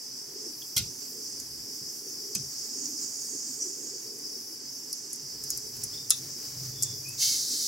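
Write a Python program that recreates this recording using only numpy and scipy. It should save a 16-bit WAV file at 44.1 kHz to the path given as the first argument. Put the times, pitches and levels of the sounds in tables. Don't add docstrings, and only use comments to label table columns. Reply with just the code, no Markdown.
import sys
import numpy as np
from scipy import signal
from scipy.fft import rfft, irfft, next_fast_len
from scipy.io import wavfile
from scipy.ndimage import uniform_filter1d

SR = 44100
rng = np.random.default_rng(int(sys.argv[2]) if len(sys.argv) > 2 else 0)


def dump(signal):
    limited = np.clip(np.atleast_2d(signal).T, -1, 1)
    pcm = np.round(limited * 32767).astype(np.int16)
    wavfile.write(sys.argv[1], SR, pcm)


N = 338247
TIME = np.arange(N) / SR

# frequency in Hz, relative level in dB, t60 in seconds.
METAL_MODES = [(2580, -11, 0.087), (3320, -13, .05), (3640, -7, .08), (4080, -13, .09), (4500, 5.5, 0.12),
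               (4820, 0, .08), (5130, -7, .09), (5550, -9, .08), (5670, -8, .06), (5660, -6, .08),
               (6190, 1, 0.14), (6340, 7, 0.1), (6640, -4, 0.13), (6940, 3, 0.083), (7470, -3, .07),
               (7470, -7, .1), (10400, -13, .025), (10930, -16, .04)]
# frequency in Hz, side minus mid in dB, left minus right in dB.
MIC_PORTS = [(100, -42.5, 9), (246, -22.5, 2), (650, -12, 0), (1320, -20, 1), (2500, -45, 2),
             (4200, -7, -1.5), (5650, -17.5, 0.5), (7160, -5, -3.5), (8500, -2.5, -4), (10200, -3.5, 4),
             (12000, -15.5, 3), (14600, -3.5, -1)]


def undb(db):
    return 10 ** (np.asarray(db) / 20)


def unit(x):
    return x / np.sqrt(np.mean(x ** 2))


def add(out, start_s, x):
    i = int(start_s * SR)
    out[:, i:i + x.shape[1]] += x[:, :N - i]


def fade(x, envelope):
    return unit(x * envelope) * np.sqrt(np.mean(envelope ** 2))


def bell(middle_s, half_s, db):
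    return undb(db) * np.exp(-((TIME - middle_s) / half_s) ** 2)


def swells(rows, rest_db):
    return np.sqrt(undb(rest_db) ** 2 + sum(bell(*row) ** 2 for row in rows))


def walk(rate_hz):
    hold = int(SR / rate_hz)
    steps = np.repeat(rng.standard_normal(N // hold + 1), hold)
    return 1.78 * uniform_filter1d(steps, hold)[:N]


def colour(x, points):
    n = next_fast_len(x.shape[-1], True)
    hz, db = np.transpose(points)
    gain = undb(np.interp(np.log(np.fft.rfftfreq(n, 1 / SR) + 1), np.log(hz), db))
    return irfft(rfft(x, n) * gain, n)[..., :x.shape[-1]]


def resonate(x, hz, width_hz, stages=2):
    for _ in range(stages):
        x = signal.lfilter(*signal.iirpeak(hz, hz / width_hz, fs=SR), x)
    return x


def ring(x, modes, scatter_db=0):
    t = TIME[:min(SR // 2, x.shape[1])]
    spot_db = scatter_db * rng.standard_normal(len(modes))
    response = sum((-1) ** k * undb(db + spot_db[k] - 60 * t / t60_s) * np.cos(2 * np.pi * hz * t)
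                   for k, (hz, db, t60_s) in enumerate(modes))
    return signal.fftconvolve(x, response[None] / np.linalg.norm(response), axes=1)[:, :x.shape[1]]


def rough_tone(hz, width_hz):
    lowpass = signal.butter(2, width_hz / 2, fs=SR, output="sos")
    lead = SR // 10
    wobble = signal.sosfilt(lowpass, rng.standard_normal((2, lead + len(hz))))[:, lead:]
    phase = 2 * np.pi * np.cumsum(hz) / SR
    return unit(wobble[0] * np.cos(phase) + wobble[1] * np.sin(phase))


def stereo_noise(n):
    mid, side = rng.standard_normal((2, n))
    side = colour(side, np.array(MIC_PORTS)[:, :2])
    return np.array([mid + side, mid - side])


def pan(left_minus_right_db):
    return undb(np.array([[0.5], [-0.5]]) * left_minus_right_db)


def balance(x):
    return np.array([colour(port, [(hz, sign * pan_db / 2) for hz, _, pan_db in MIC_PORTS])
                     for port, sign in zip(x, (1, -1))])


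def flicker(x, low_hz, high_hz, depth_db, rate_hz, bands=6):
    centres_hz = np.geomspace(low_hz, high_hz, bands)
    n = next_fast_len(N, True)
    spectrum, hz = rfft(x, n), np.fft.rfftfreq(n, 1 / SR)
    parts = (irfft(spectrum * np.interp(hz, centres_hz, band), n)[..., :N] for band in np.eye(bands))
    return sum(part * undb(depth_db * walk(rate_hz)) for part in parts)


def ripple(x, taps=7, tap_db=-11, drift_s=0.00002):
    out = x.copy()
    for port in range(2):
        for delay_s in rng.uniform(0.0015, 0.012, taps):
            source_s = TIME - delay_s - drift_s * walk(1.5)
            out[port] += undb(tap_db) * np.interp(source_s, TIME, x[port], left=0)
    return out * np.std(x) / np.std(out)


def room(x, t60_s, wet_db, build_s=0.021):
    # frequency in Hz, relative level in dB.
    tail_colour = [(1000, -5), (2500, 4), (3700, 11), (5000, 2.5), (7000, 2), (8500, 0.5), (10500, -0.5),
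                   (15000, -14)]
    t = TIME[:SR // 2]
    envelope = undb(-60 * t / t60_s) * (1 - np.exp(-t / build_s))
    tail = colour(rng.standard_normal((2, len(t))), tail_colour) * envelope
    return x + undb(wet_db) * signal.fftconvolve(x, tail / np.linalg.norm(tail[0]), axes=1)[:, :N]


def room_air(level_db=-59):
    # frequency in Hz, relative level in dB.
    air_colour = [(25, -42), (60, -15), (90, -10), (120, 8.5), (170, 8), (260, 4.5), (560, -1.5),
                  (950, -0.5), (1300, -5.5), (1700, -2.5), (2500, -6), (4000, -8), (8000, -16)]
    return unit(colour(stereo_noise(N), air_colour)) * undb(level_db)


def murmur(level_db=-55, sink_db_per_s=0.23, waver_db=1.32):
    # frequency in Hz, relative level in dB.
    murmur_colour = [(100, -43), (180, -29), (230, 2.5), (275, -0.5), (330, -0.5), (415, -1.5), (480, -7.5),
                     (560, -17.5), (700, -34)]
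    # frequency in Hz, width in Hz, level re the broad band in dB.
    peaks = [(278.6, 32, -7), (410.5, 57, -6.5)]
    broad = colour(rng.standard_normal(N), murmur_colour)
    broad = flicker(broad, low_hz=231, high_hz=480, depth_db=1.5, rate_hz=16)
    noise = rng.standard_normal(N)
    narrow = sum(undb(db) * unit(resonate(noise, hz, width_hz)) for hz, width_hz, db in peaks)
    return unit(unit(broad) + narrow) * undb(level_db - sink_db_per_s * TIME + waver_db * walk(12))


def murmur_blips(width_hz=75):
    # middle in seconds, half length in seconds, level in dB, pitch in Hz.
    blips = [(0.358, 0.029, -50.5, 410), (0.453, 0.033, -49, 410), (0.499, 0.032, -49, 316),
             (1.166, 0.048, -53, 425), (2.062, .035, -51, 415), (2.303, 0.1, -51, 392),
             (2.907, 0.067, -47, 298), (3.02, 0.033, -52, 280), (3.34, 0.02, -52, 398),
             (3.355, 0.028, -49.5, 276), (3.488, 0.059, -50.5, 276.7), (3.679, 0.027, -46.5, 363.4),
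             (3.798, .025, -53, 424.6), (3.957, 0.027, -49, 412), (4.119, 0.064, -51.5, 420),
             (4.357, 0.025, -51.5, 416.4), (5.677, 0.033, -52, 409), (6.971, 0.029, -52.5, 413)]
    out = np.zeros((2, N))
    for middle_s, half_s, db, hz in blips:
        t = np.arange(-2 * half_s, 2 * half_s, 1 / SR)
        tone = rough_tone(np.full(len(t), hz), width_hz)
        add(out, middle_s - 2 * half_s, undb(db) * fade(tone, np.hanning(len(t)))[None])
    return out


def high_hiss(level_db=-39.5, waver_db=0.17, swell_pan_db=-3):
    # frequency in Hz, relative left level in dB, relative right level in dB.
    port_colours = [(2950, -35, -30.5), (4056, -33.5, -31.5), (4636, -2, -2.5), (5240, 3, 3),
                    (5700, 2.5, -0.5), (5870, -4, -1.5), (6300, -8, 0.5), (6740, -17, -8.5),
                    (7360, -14, -4.5), (7400, -16.5, -4), (7800, -23, -9), (8140, -19.5, -9),
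                    (8630, -22.5, -13), (9150, -15.5, -16.5), (9900, -14.5, -23), (10460, -11.5, -26),
                    (10700, -12, -18), (11100, -10.5, -11.5), (12200, -14, -18), (13400, -15.5, -17),
                    (14400, -16.5, -13.5), (15500, -21, -16)]
    # time in seconds, level offset in dB.
    drift = [(0, -0.5), (.3, -0.5), (.57, -0.1), (.95, 1.4), (1.5, 0), (2.15, 1), (2.45, -0.1), (3.4, 1),
             (3.95, -1), (4.5, -0.9), (5.05, 0.5), (5.17, -1), (5.27, 0.5), (5.37, -1.5), (5.5, 2.5),
             (5.75, -0.5), (6.45, 0.5), (7.67, 0.5)]
    # frequency in Hz, relative level in dB.
    swell_colour = [(4000, -40.5), (4800, -6.5), (5800, -2.5), (6700, 1), (8000, -8), (9300, -13.5),
                    (11000, -28), (16000, -47)]
    # middle in seconds, half length in seconds, level in dB.
    bright_swells = [(3.25, 0.83, -38.5), (7.6, 0.89, -44.5)]
    left, right = stereo_noise(N)
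    left = colour(left, [(hz, db) for hz, db, _ in port_colours])
    right = colour(right, [(hz, db) for hz, _, db in port_colours])
    drift_db = np.interp(TIME, *np.transpose(drift))
    steady = unit(np.array([left, right])) * undb(level_db + drift_db + waver_db * walk(10))
    bright = unit(balance(colour(stereo_noise(N), swell_colour))) * pan(swell_pan_db)
    hiss = ripple(steady + bright * swells(bright_swells, rest_db=-62))
    return flicker(hiss, low_hz=4040, high_hz=12100, depth_db=1.25, rate_hz=14)


def squeaks():
    # start and length in seconds, start and end pitch in Hz, width in Hz, level in dB.
    glides = [(2.847, .064, 5780, 5820, 40, -38), (3.096, 0.25, 6560, 6630, 120, -45),
              (3.586, 0.087, 5780, 5800, 200, -31.5), (3.62, .12, 6730, 6740, 40, -47),
              (3.807, 0.12, 6620, 6640, 30, -42), (5.923, 0.039, 3370, 3530, 220, -51),
              (5.97, .026, 3500, 3600, 200, -47), (6.698, .3, 3500, 3490, 180, -52.5),
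              (7.006, 0.16, 2370, 2710, 60, -49.5), (7.15, 0.27, 2245, 2120, 133, -53)]
    out = np.zeros((2, N))
    for start_s, length_s, from_hz, to_hz, width_hz, db in glides:
        n = int(length_s * SR)
        tone = rough_tone(np.linspace(from_hz, to_hz, n), width_hz)
        add(out, start_s, undb(db) * fade(tone, np.hanning(n))[None])
    return out


def finger_rustle(patch_db=2.5, grain_db=1.2):
    # frequency in Hz, relative level in dB.
    rustle_colour = [(2000, -14), (3500, -17.5), (5000, 1.5), (7000, -1), (11000, -16.5), (16000, -5)]
    # middle in seconds, half length in seconds, level in dB.
    slides = [(1.1, .3, -62), (2.2, .12, -63), (3.05, 0.85, -49.5), (5.62, .15, -61), (6.45, 1, -43)]
    touch = undb(patch_db * walk(22) + grain_db * walk(400))
    return unit(colour(stereo_noise(N) * touch, rustle_colour)) * swells(slides, rest_db=-58)


def case_panels(rub_db=-3, thud_ring_db=-13, thud_attack_s=0.004):
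    # frequency in Hz, relative level in dB, t60 in seconds.
    panel_modes = [(61.3, 5, 0.13), (105.2, -2.5, 0.72), (127.8, -7, 0.46), (150.5, 2, 0.43),
                   (206, -8, 0.18)]
    # middle in seconds, half length in seconds, panel level in dB, flex level in dB.
    hand_shifts = [(1.52, 0.17, -61, -63), (5.25, 0.032, -52, -66), (5.47, 0.15, -55.5, -63),
                   (5.794, 0.16, -52, -61), (6.003, .1, -53, -78), (6.25, 0.1, -51.5, -71),
                   (6.64, 0.14, -45.5, -59), (6.93, 0.29, -48, -68), (7.3, 0.22, -57, -74)]
    # start in seconds, level in dB, push decay in seconds, centre in Hz.
    thuds = [(0.76, -42, 0.022, 133), (0.787, -48, .012, 95), (0.806, -41, 0.036, 118),
             (0.855, -52.5, 0.019, 120), (1.81, -53, 0.032, 146), (2.35, -44.5, 0.017, 162),
             (2.388, -45, 0.036, 144), (2.431, -53, 0.02, 75)]
    # frequency in Hz, relative level in dB.
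    rub_colour = [(20, -40), (40, -32), (65, -18), (100, 7.5), (130, 12), (190, -2), (300, -16),
                  (500, -12.5), (1500, -48), (5000, -90)]
    rub = colour(stereo_noise(N), rub_colour)
    rumble = unit(unit(ring(rub, panel_modes)) + undb(rub_db) * unit(rub))
    out = rumble * swells(np.array(hand_shifts)[:, :3], rest_db=-70.5)
    flex = unit(resonate(rng.standard_normal(N), hz=62, width_hz=38))
    out += flex * sum(bell(middle_s, half_s, db) for middle_s, half_s, _, db in hand_shifts)
    t = TIME[:SR // 2]
    for start_s, db, decay_s, hz in thuds:
        envelope = np.exp(-t / decay_s) * (1 - np.exp(-t / thud_attack_s))
        push = resonate(stereo_noise(len(t)), hz, width_hz=80) * envelope
        thud = unit(push) + undb(thud_ring_db) * unit(ring(push, panel_modes))
        add(out, start_s, thud * undb(db) / np.std(thud[:, :SR // 20]))
    return out


def scrape(metal_db=-5, rasp_db=-15):
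    # start in seconds, rise in seconds, level in dB, fade in dB/s (negative grows).
    strokes = [(7.174, 0.053, -23, 37.5), (7.472, 0.04, -32, -15)]
    # frequency in Hz, relative level in dB.
    friction_colour = [(800, -47), (1800, -30), (2900, -41), (3700, -13), (4700, -2.5), (6200, -2.5),
                       (7200, -8), (8600, -14.5), (11000, -13.5), (13500, -20.5), (16000, -19.5)]
    # frequency in Hz, width in Hz, relative level in dB.
    rasp_bands = [(2165, 120, 2), (2410, 100, -8), (2730, 100, 4.5), (3110, 130, 12), (3560, 180, 4)]
    envelopes = []
    for start_s, rise_s, db, fade_db_per_s in strokes:
        rise = np.clip((TIME - start_s) / rise_s, 0, 1)
        held_s = np.maximum(TIME - start_s - rise_s, 0)
        envelopes.append(rise * undb(db - fade_db_per_s * held_s))
    pressure = np.linalg.norm(envelopes, axis=0)
    bite = pressure.max() * (pressure / pressure.max()) ** 3
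    hiss = unit(colour(stereo_noise(N), friction_colour))
    rub = stereo_noise(N)
    rasp = unit(sum(undb(db) * resonate(rub, hz, width_hz) for hz, width_hz, db in rasp_bands))
    metal = unit(ring(rub, METAL_MODES))
    return hiss * pressure + (undb(metal_db) * metal + undb(rasp_db) * rasp) * bite


def knocks():
    # start in seconds, centre in Hz, width in Hz, level in dB, decay in seconds.
    resonances = [(.620, 3280, 230, -39, 0.0048), (0.765, 420, 780, -47.5, 0.022),
                  (.766, 1445, 130, -45.5, 0.025), (.764, 2080, 140, -39.5, 0.018),
                  (0.774, 2480, 590, -39.5, 0.026), (.7665, 3300, 200, -23, 0.0057),
                  (.772, 4300, 200, -29, .01), (2.351, 2560, 320, -43, 0.011),
                  (2.351, 3220, 300, -49.5, 0.019), (2.352, 1400, 1500, -51.5, .014),
                  (6.1045, 1260, 120, -42.5, 0.011), (6.104, 1700, 790, -47.5, 0.018),
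                  (6.1045, 2650, 250, -46, 0.024), (6.1053, 3660, 400, -31.5, 0.021),
                  (6.1045, 5300, 330, -27, 0.0065), (6.1045, 6700, 150, -27, .006)]
    out, t = np.zeros((2, N)), TIME[:SR // 5]
    for start_s, hz, width_hz, db, decay_s in resonances:
        band = resonate(stereo_noise(len(t)), hz, width_hz)
        add(out, start_s, fade(band, np.exp(-t / decay_s)) * undb(db))
    return out


def contact(db, slip_ms, release_ms, low_hz, high_hz, ring_hz, ring_db, pan_db, attack_ms):
    # frequency in Hz, relative level in dB.
    contact_colour = [(300, -1), (1000, -21), (2200, 0), (3300, -10), (5000, 7.5), (7000, 7), (8800, 1.5),
                      (11000, 3.5), (13000, 0.5), (16000, -2)]
    t_ms = 1000 * TIME[:SR // 7]
    grip = np.minimum(t_ms / attack_ms, 1) * np.exp(-np.maximum(t_ms - slip_ms, 0) / release_ms)
    noise = colour(stereo_noise(len(t_ms)), contact_colour)
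    bandpass = signal.butter(6, [low_hz, high_hz], "band", fs=SR, output="sos")
    grind = signal.sosfilt(bandpass, noise) + undb(-31) * noise
    grind += undb(ring_db) * resonate(grind, ring_hz, width_hz=1000, stages=1)
    burst = np.array([fade(port, grip) for port in grind]) * undb(db) * pan(pan_db)
    return burst + undb(-17) * ring(burst, METAL_MODES, scatter_db=2.5)


def bracket():
    # start in seconds, level in dB, slip and release in ms, low edge, high edge and
    # ring in Hz, left minus right in dB.
    seating = [(0.7628, -22.5, 9.6, 1.8, 2600, 15000, 5900, 0),
               (0.7758, -21.5, 6.5, 1.8, 2580, 15000, 5200, 2),
               (0.786, -27.5, 5.1, 1.6, 2190, 13000, 4740, -2), (1.398, -33, 4, 1.8, 4600, 14000, 7350, -3),
               (2.349, -24, 5.3, 2.1, 4300, 14400, 6400, -1), (2.3542, -30, 5, 1.8, 4200, 14000, 5800, 6)]
    # as in seating, with ring gain in dB before the last column.
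    ticks = [(2.856, -30, 2, 1.8, 4300, 12000, 5750, 17, -6),
             (3.6206, -33, 4.2, 3, 5070, 9000, 5900, 12, -4),
             (4.185, -43.5, 6, 1.8, 8500, 13000, 10700, 2, -1),
             (4.9283, -29.5, 2.3, 1.8, 4330, 7000, 5400, 15, -2),
             (4.9275, -28.5, 2.4, 1.6, 8000, 13000, 10700, 9, 0),
             (5.129, -31.5, 4.2, 4, 5940, 12000, 10400, 7, 0),
             (5.158, -39, 3, 1.8, 7000, 12600, 10500, -2, -2),
             (5.438, -30.5, 1.6, 2.6, 4550, 12500, 10000, 9, 0),
             (5.503, -21.5, 2.1, 1.5, 5300, 17500, 7550, 2, 2),
             (5.5745, -28, 1.8, 1.6, 6500, 13500, 11100, 4, 0),
             (5.7655, -40, 3, 1.6, 8000, 12500, 10400, 4, 3),
             (5.836, -27, 4.9, 2, 5100, 12500, 10500, 5, -1),
             (6.098, -25, .6, 1.2, 7500, 12000, 10300, 2, 0),
             (6.1044, -11.5, 2.4, 1.2, 3460, 15000, 10300, 1, 1),
             (6.108, -17.5, 1.1, 1.3, 3540, 12100, 6300, -2, -1),
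             (6.8239, -23, 4.6, 1.4, 4700, 12300, 11200, 1, 1),
             (6.8327, -18.5, 2.5, .8, 5000, 15000, 7300, 5, 0),
             (7.0844, -38, 9, 1.8, 7460, 12500, 10800, 2, 0)]
    out = np.zeros((2, N))
    for start_s, *grind, pan_db in seating:
        add(out, start_s, contact(*grind, ring_db=-7, pan_db=pan_db, attack_ms=2.4))
    for start_s, *tick in ticks:
        add(out, start_s, contact(*tick, attack_ms=0.17))
    return room(out, t60_s=0.064, wet_db=-5, build_s=0.0018)


def scene():
    handling = room(squeaks(), t60_s=0.27, wet_db=-12)
    handling += room(bracket(), t60_s=0.24, wet_db=-15)
    handling += room(knocks(), t60_s=0.1, wet_db=-18)
    handling += scrape() + finger_rustle()
    return balance(handling) + case_panels() + room_air() + high_hiss() + murmur() + murmur_blips()


def record(dry):
    return signal.sosfilt(signal.ellip(10, 0.2, 70, 15800, fs=SR, output="sos"), dry)


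dry = scene()
out = record(dry)
dump(out)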